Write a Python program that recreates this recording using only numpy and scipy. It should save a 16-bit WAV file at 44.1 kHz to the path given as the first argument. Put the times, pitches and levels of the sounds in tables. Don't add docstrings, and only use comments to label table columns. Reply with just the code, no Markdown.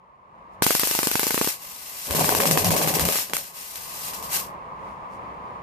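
import sys
import numpy as np
from scipy import signal
from scipy.fft import rfft, irfft
from scipy.io import wavfile
from scipy.ndimage import uniform_filter1d

SR = 44100
rng = np.random.default_rng(int(sys.argv[2]) if len(sys.argv) > 2 else 0)


def unload_audio(sound):
    columns = np.transpose(np.atleast_2d(sound))
    steps = np.round(np.clip(columns, -1, 1) * 32767)
    wavfile.write(sys.argv[1], SR, steps.astype(np.int16))


N = 247842
TIME = np.arange(N) / SR
FREQS = np.maximum(np.fft.rfftfreq(N, 1 / SR), 1)

# t/s, relative blast level/dB, burning builds/ms, burning stops/ms, treble snap level/dB
IGNITIONS = [(0.6224, 6.5, 2.85, 0.26, -11.5), (0.6656, 3.5, 2.78, 0.28, -9),
             (0.7069, 5.5, 0.71, 0.21, -13), (0.7511, 2, 2.16, 0.26, -8), (0.7961, -2, 3.0, 0.13, -10),
             (0.834, 3, 1.6, 0.19, -12.5), (0.8733, -8, 0.64, 0.26, -11.5), (0.9121, -5.5, 1, 0.24, -12),
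             (0.9508, -7, 0.62, 0.23, -12), (0.9901, 0.5, 0.88, 0.23, -12.5),
             (1.0313, 1.5, 1.2, 0.17, -12.5), (1.0716, -1.5, 1.15, 0.37, -12),
             (1.1143, 0.0, 0.95, 0.15, -13.5), (1.1551, 3, 2.1, 0.2, -14.5), (1.195, 0, 0.58, 0.16, -10.5),
             (1.232, 0.5, 0.96, 0.24, -13), (1.2682, -4.5, 0.9, 0.4, -11.5), (1.3071, 1.0, 0.82, 0.16, -14),
             (1.3442, -1.5, 1.4, 0.29, -12.5), (1.3779, 1.5, 1, 0.19, -19), (1.4135, 2, 1.1, 0.3, -14),
             (1.4451, -7.5, 0.68, 0.34, -14.5), (1.4744, -2, 1.1, 0.32, -14.5),
             (2.1091, -10, 0.27, 0.2, -13.5), (2.1494, -5, 2.8, 0.41, -16),
             (2.1943, -5.5, 0.73, 0.44, -10.5), (2.2443, 1, 0.43, 0.13, -17), (2.292, 2, 0.49, 0.23, -13),
             (2.35, 1.5, 0.59, 0.23, -10.5), (2.4025, 6, 0.46, 0.17, -14.5), (2.4557, 1.5, 0.52, 0.22, -13),
             (2.5118, -1.5, 1.52, 0.29, -8), (2.5744, 6, 0.53, 0.15, -10.5), (2.6454, -3.5, 2, 0.06, -13),
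             (2.7062, -2, 1.2, 0.25, -14), (2.7645, -10, 0.3, 0.12, -12), (2.8162, -7, 0.26, 0.22, -16),
             (2.8747, -1, 1.3, 0.25, -12), (2.9394, -7.5, 0.25, 0.12, -12.5),
             (2.9958, -1.5, 1, 0.21, -11.5), (3.0525, -6.5, 0.93, 0.15, -11), (3.0877, -1, 0.44, 0.25, -13),
             (3.1238, -10, 2.17, 0.087, -12.5), (3.1568, -2.5, 0.49, 0.12, -13.5),
             (3.187, -3, 0.4, 0.12, -16), (3.2974, -12, 2.56, 0.079, -26), (3.3349, 1.0, 5.8, 0.12, -15.5),
             (3.3675, -11, 0.31, 0.18, -13), (3.7572, -16, 0.41, 0.063, -24),
             (4.1348, -11, 0.32, 0.07, -28), (4.2268, -20, 1.75, 0.11, -24.5)]


def undb(db):
    return 10 ** (np.asarray(db) / 20)


def unit(x):
    return x / np.sqrt(np.mean(x ** 2))


def curve(rows):
    return undb(np.interp(TIME, *np.transpose(rows)))


def across(rows, column=1):
    table = np.array(rows)
    return np.interp(np.log(FREQS), np.log(table[:, 0]), table[:, column])


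def walk(rate_hz):
    step = max(int(SR / rate_hz), 2)
    targets = np.repeat(rng.standard_normal(N // step + 1), step)
    smooth = uniform_filter1d(uniform_filter1d(targets, step), step)
    return 1.39 * smooth[:N]


def diffuse(colour_db):
    # f/Hz, correlation
    likeness = [(60, 0.95), (180, 0.87), (380, 0.37), (700, 0.85), (1300, -0.56), (3000, 0.13)]
    alike = across(likeness)
    mid, side = rfft(rng.standard_normal((2, N)))
    mid, side = mid * np.sqrt(1 + alike), side * np.sqrt(1 - alike)
    return unit(irfft(np.array([mid + side, mid - side]) * undb(colour_db), N))


def porch(x, wet_db, t60):
    t = TIME[:SR // 3]
    tail = rng.standard_normal((2, len(t))) * undb(-60 * t / t60) * (t > .002)
    tail /= np.sqrt(np.sum(tail ** 2, axis=1, keepdims=True))
    return x + undb(wet_db) * signal.fftconvolve(x, tail, axes=1)[:, :N]


def pops():
    return porch(blasts(), wet_db=-13, t60=0.05)


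def blasts(low_hz=60, scatter_db=1.6, lag_s=0.001435, lag_spread=.1, wall_s=.0051, wall_share=0.14):
    direct, reflected = (0.32, 0.99), (-0.87, 0.087)
    t = np.arange(-SR // 100, SR // 100) / SR
    out = np.zeros((2, N))
    chances = rng.standard_normal((len(IGNITIONS), 5))
    for (s, db, build_ms, stop_ms, _), chance in zip(IGNITIONS, chances):
        build, stop = build_ms / 1000, stop_ms / 1000
        length = np.where(t < 0, build, stop)
        blast = t * stop / length ** 2 * np.exp(-(t / length) ** 2)
        close_lag = lag_s * np.exp(lag_spread * chance[2])
        wall_lag = wall_s * np.exp(lag_spread * chance[3])
        close = np.interp(t - close_lag, t, blast)
        wall = wall_share * (1 + .5 * chance[4]) * np.interp(t - wall_lag, t, blast)
        wave = np.outer(direct, blast + wall) + np.outer(reflected, close)
        start = int((s + t[0]) * SR)
        gain = undb(db + scatter_db * chance[:2])[:, None]
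        out[:, start:start + len(t)] += gain * wave
    return signal.sosfilt(signal.butter(1, low_hz, "high", fs=SR, output="sos"), out)


def late_crack(s=3.3345, level_db=-15, decay_s=0.0018, low_hz=650, top_hz=2900, left_db=-4):
    band = signal.butter(2, [low_hz, top_hz], "band", fs=SR, output="sos")
    crack = unit(signal.sosfilt(band, rng.standard_normal((2, N))))
    fade = np.exp(-np.abs(TIME - s) / decay_s) * (TIME > s)
    return crack * undb([[level_db + left_db], [level_db]]) * fade


def gas(flutter_db=1.0, dull_hz=3500, weak_db=-47):
    # f/Hz, left level/dB, right level/dB
    jet_colour = [(59.8, -6.5, -30), (200, -16.5, -15.5), (597, -4.5, -9.5), (1100, -5, -3.5),
                  (1550, -3, -4.5), (2500, -1, -2.5), (3560, -4.5, -4), (4400, -2, -1), (7760, 0, -1.5),
                  (9300, 3, -10), (10360, -0.5, -6), (13500, 5, 1), (15800, -12, -10.5), (14800, 2, -7.5)]
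    jet = diffuse(np.array([across(jet_colour, column=1), across(jet_colour, column=2)]))
    jet = unit(porch(jet, wet_db=-1.5, t60=0.071))
    force = np.hypot(puffs(), flow())
    dull = signal.sosfilt(signal.butter(1, dull_hz, fs=SR, output="sos"), jet)
    jet = dull + (jet - dull) * force / np.hypot(force, undb(weak_db))
    return jet * force * undb(flutter_db * walk(220))


def drain(age, hold_s=0.017, fall_db_per_s=222.5):
    return undb(-fall_db_per_s * (np.hypot(np.maximum(age, 0), hold_s) - hold_s))


def puffs(snap_s=0.00073, snap_lead_s=0.00044, surge_s=0.0048):
    # t/s, level/dB
    pressure = [(.62, -16), (1.0, -20.5), (1.48, -20), (2.1, -24), (2.15, -17.5), (2.6, -17), (3.19, -20),
                (3.29, -38.5), (3.332, -22), (3.37, -24.5), (3.75, -36), (4.14, -28), (4.23, -31.5)]
    # delay/s, level/dB
    walls = [(.0012, 3), (.0046, -7), (.0054, -12.5), (0.0127, -11.5), (.0186, -9.5)]
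    s, *_, snap_db = np.transpose(IGNITIONS)
    s = s - snap_lead_s
    size = undb(np.interp(s, *np.transpose(pressure)))
    count = np.searchsorted(s, TIME, side="right")
    started = count > 0
    last = np.maximum(count - 1, 0)
    age = np.abs(TIME - s[last])
    snap = undb(snap_db[last]) * np.exp(-age / snap_s) * started
    echo_power = sum((undb(db) * np.interp(TIME - delay, TIME, snap)) ** 2 for delay, db in walls)
    surge = size[last] * (1 - np.exp(-age / surge_s)) * drain(age) * started
    return np.sqrt(snap ** 2 + echo_power + surge ** 2)


def flow(open_s=0.046, swell_db=7.5, swell_s=0.089):
    # opens/s, closes/s, level before the swell/dB
    idles = [(1.579, 2.071, -36), (3.528, 4.072, -35.5)]
    # peak t/s, level/dB, rise/s
    spurts = [(3.48, -37.5, 0.066), (4.205, -42.5, .04), (4.353, -20, 0.042)]
    out = np.zeros(N)
    for opens, closes, db in idles:
        squeeze_db = swell_db * np.exp(np.minimum(TIME - closes, 0) / swell_s)
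        opening = np.clip((TIME - opens) / open_s, 0, 1)
        out += opening * undb(db + squeeze_db) * drain(TIME - closes)
    for s, db, rise in spurts:
        out += undb(db) * np.exp(-(np.minimum(TIME - s, 0) / rise) ** 2) * drain(TIME - s)
    return out


def fireball(flicker_db=1, tearing_db=2.5, throb_db=6.5, rumble_under_roar_db=-7):
    # f/Hz, level/dB
    roar_colour = [(100, -24), (200, 2), (280, 0.5), (400, -1.5), (560, 3), (700, -2.5), (1100, 1),
                   (1400, -20.5), (2500, -12), (4000, -34)]
    # f/Hz, level/dB
    rumble_colour = [(20, -20.5), (45, -20.5), (70, -5), (95, -5.5), (120, -10.5), (150, 0), (195, -2.5),
                     (260, -20.5), (500, -24.5), (1500, -96.5)]
    # f/Hz, width/Hz, level/dB
    modes = [(96, 12, 9.5), (157.3, 14, 8), (417, 18, 12.5), (555, 22, 7.5), (624, 8.1, 7), (746, 46, 8)]
    ring_db = sum(db / (1 + (2 * (FREQS - hz) / width) ** 2) for hz, width, db in modes)
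    roar_swing_db = flicker_db * walk(45) + tearing_db * walk(250)
    roar = unit(diffuse(across(roar_colour) + ring_db) * undb(roar_swing_db))
    rumble = unit(diffuse(across(rumble_colour) + ring_db) * undb(throb_db * walk(25)))
    return burning() * (roar + rumble * undb(rumble_under_roar_db))


def burning(grow_s=0.1, sag_db_per_s=4.5, die_db_per_s=171):
    # catches/s, starts to die/s, roar level/dB
    flames = [(2.064, 3.077, -23), (3.12, 3.16, -39), (3.286, 3.31, -29)]
    out = np.zeros(N)
    for catches, dies, db in flames:
        age = np.maximum(TIME - catches, 0)
        fall_db = sag_db_per_s * age + die_db_per_s * np.maximum(TIME - dies, 0)
        out += (1 - np.exp(-age / grow_s)) * undb(db - fall_db)
    return out


def billows(waver=0.0705, rough_db=1.5, right_db=-2, port_turns=0.11):
    # t/s, half length/s, f/Hz, level/dB
    rolls = [(2.114, 0.012, 73.5, -25.5), (2.18, 0.03, 148, -26), (2.525, 0.053, 161.8, -20.5),
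             (2.62, .04, 96, -29), (2.678, 0.03, 93, -24), (2.675, 0.029, 158, -20.5),
             (2.74, .02, 150.4, -26), (2.862, 0.045, 147.8, -26.5), (2.956, 0.024, 156, -24),
             (3.045, 0.048, 155.9, -26.5), (3.043, 0.041, 68, -28)]
    clock = np.cumsum(1 + waver * walk(90)) / SR
    port = np.array([[0], [port_turns]])
    booms = np.zeros((2, N))
    for (s, length, hz, db), turn in zip(rolls, rng.random(len(rolls))):
        swell = undb(db) * np.exp(-((TIME - s) / length) ** 2)
        booms += swell * np.sin(2 * np.pi * (hz * clock + turn - port))
    return undb([[0], [right_db]]) * booms * undb(rough_db * walk(150))


def crackle(per_s=90, spread_db=4, grain_s=0.0007, dull_hz=2500, under_roar_db=-11):
    sizes = undb(spread_db * np.minimum(rng.exponential(size=N), 3))
    ticks = (rng.random(N) < per_s / SR) * sizes
    t = TIME[:SR // 200]
    grain = rng.standard_normal((2, len(t))) * np.exp(-t / grain_s)
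    grain = signal.sosfilt(signal.butter(1, [400, dull_hz], "band", fs=SR, output="sos"), grain)
    train = signal.fftconvolve(ticks[None], grain, axes=1)[:, :N]
    return unit(train) * undb(under_roar_db) * burning()


def rustle():
    # t/s, half length/s, level/dB
    rustles = [(.54, 0.025, -70), (4.88, 0.086, -65), (5.142, 0.035, -60.5)]
    band = signal.butter(1, [2500, 9000], "band", fs=SR, output="sos")
    brush = unit(signal.sosfilt(band, rng.standard_normal((2, N))))
    return brush * sum(undb(db) * np.exp(-((TIME - s) / length) ** 2) for s, length, db in rustles)


def road(waver_db=1.16, direct_db=-3, direct_hz=950, lag_s=0.000422):
    # t/s, level/dB
    rush_level = [(0, -51.5), (.22, -52.5), (.55, -43), (.75, -48), (3.75, -48.5), (4.1, -38.5),
                  (4.5, -36.5), (5.62, -36.5)]
    # f/Hz, level/dB
    road_colour = [(25, -17), (60, -0.5), (110, -4), (180, 1), (290, -7.5), (520, -1), (760, -2), (1050, 8),
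                   (1220, 2), (1400, -11.5), (2100, -14), (3300, -27.5), (5000, -36), (14000, -49)]
    rush = diffuse(across(road_colour))
    high_pass = 1 / np.sqrt(1 + (direct_hz / FREQS) ** 8)
    left = rfft(diffuse(across(road_colour))[0]) * undb(direct_db) * high_pass
    right = left * np.exp(-2j * np.pi * FREQS * lag_s)
    direct = irfft(np.array([left, right]), N)
    return unit(rush + direct) * curve(rush_level) * undb(waver_db * walk(14))


def scene():
    torch = pops() + late_crack() + gas()
    fire = fireball() + billows() + crackle()
    return torch + fire + rustle() + road()


def record(dry, top_hz=14600):
    low_pass = signal.ellip(10, .2, 70, top_hz, fs=SR, output="sos")
    return signal.sosfilt(low_pass, np.clip(dry, -1, 1))


dry = scene()
out = record(dry)
unload_audio(out)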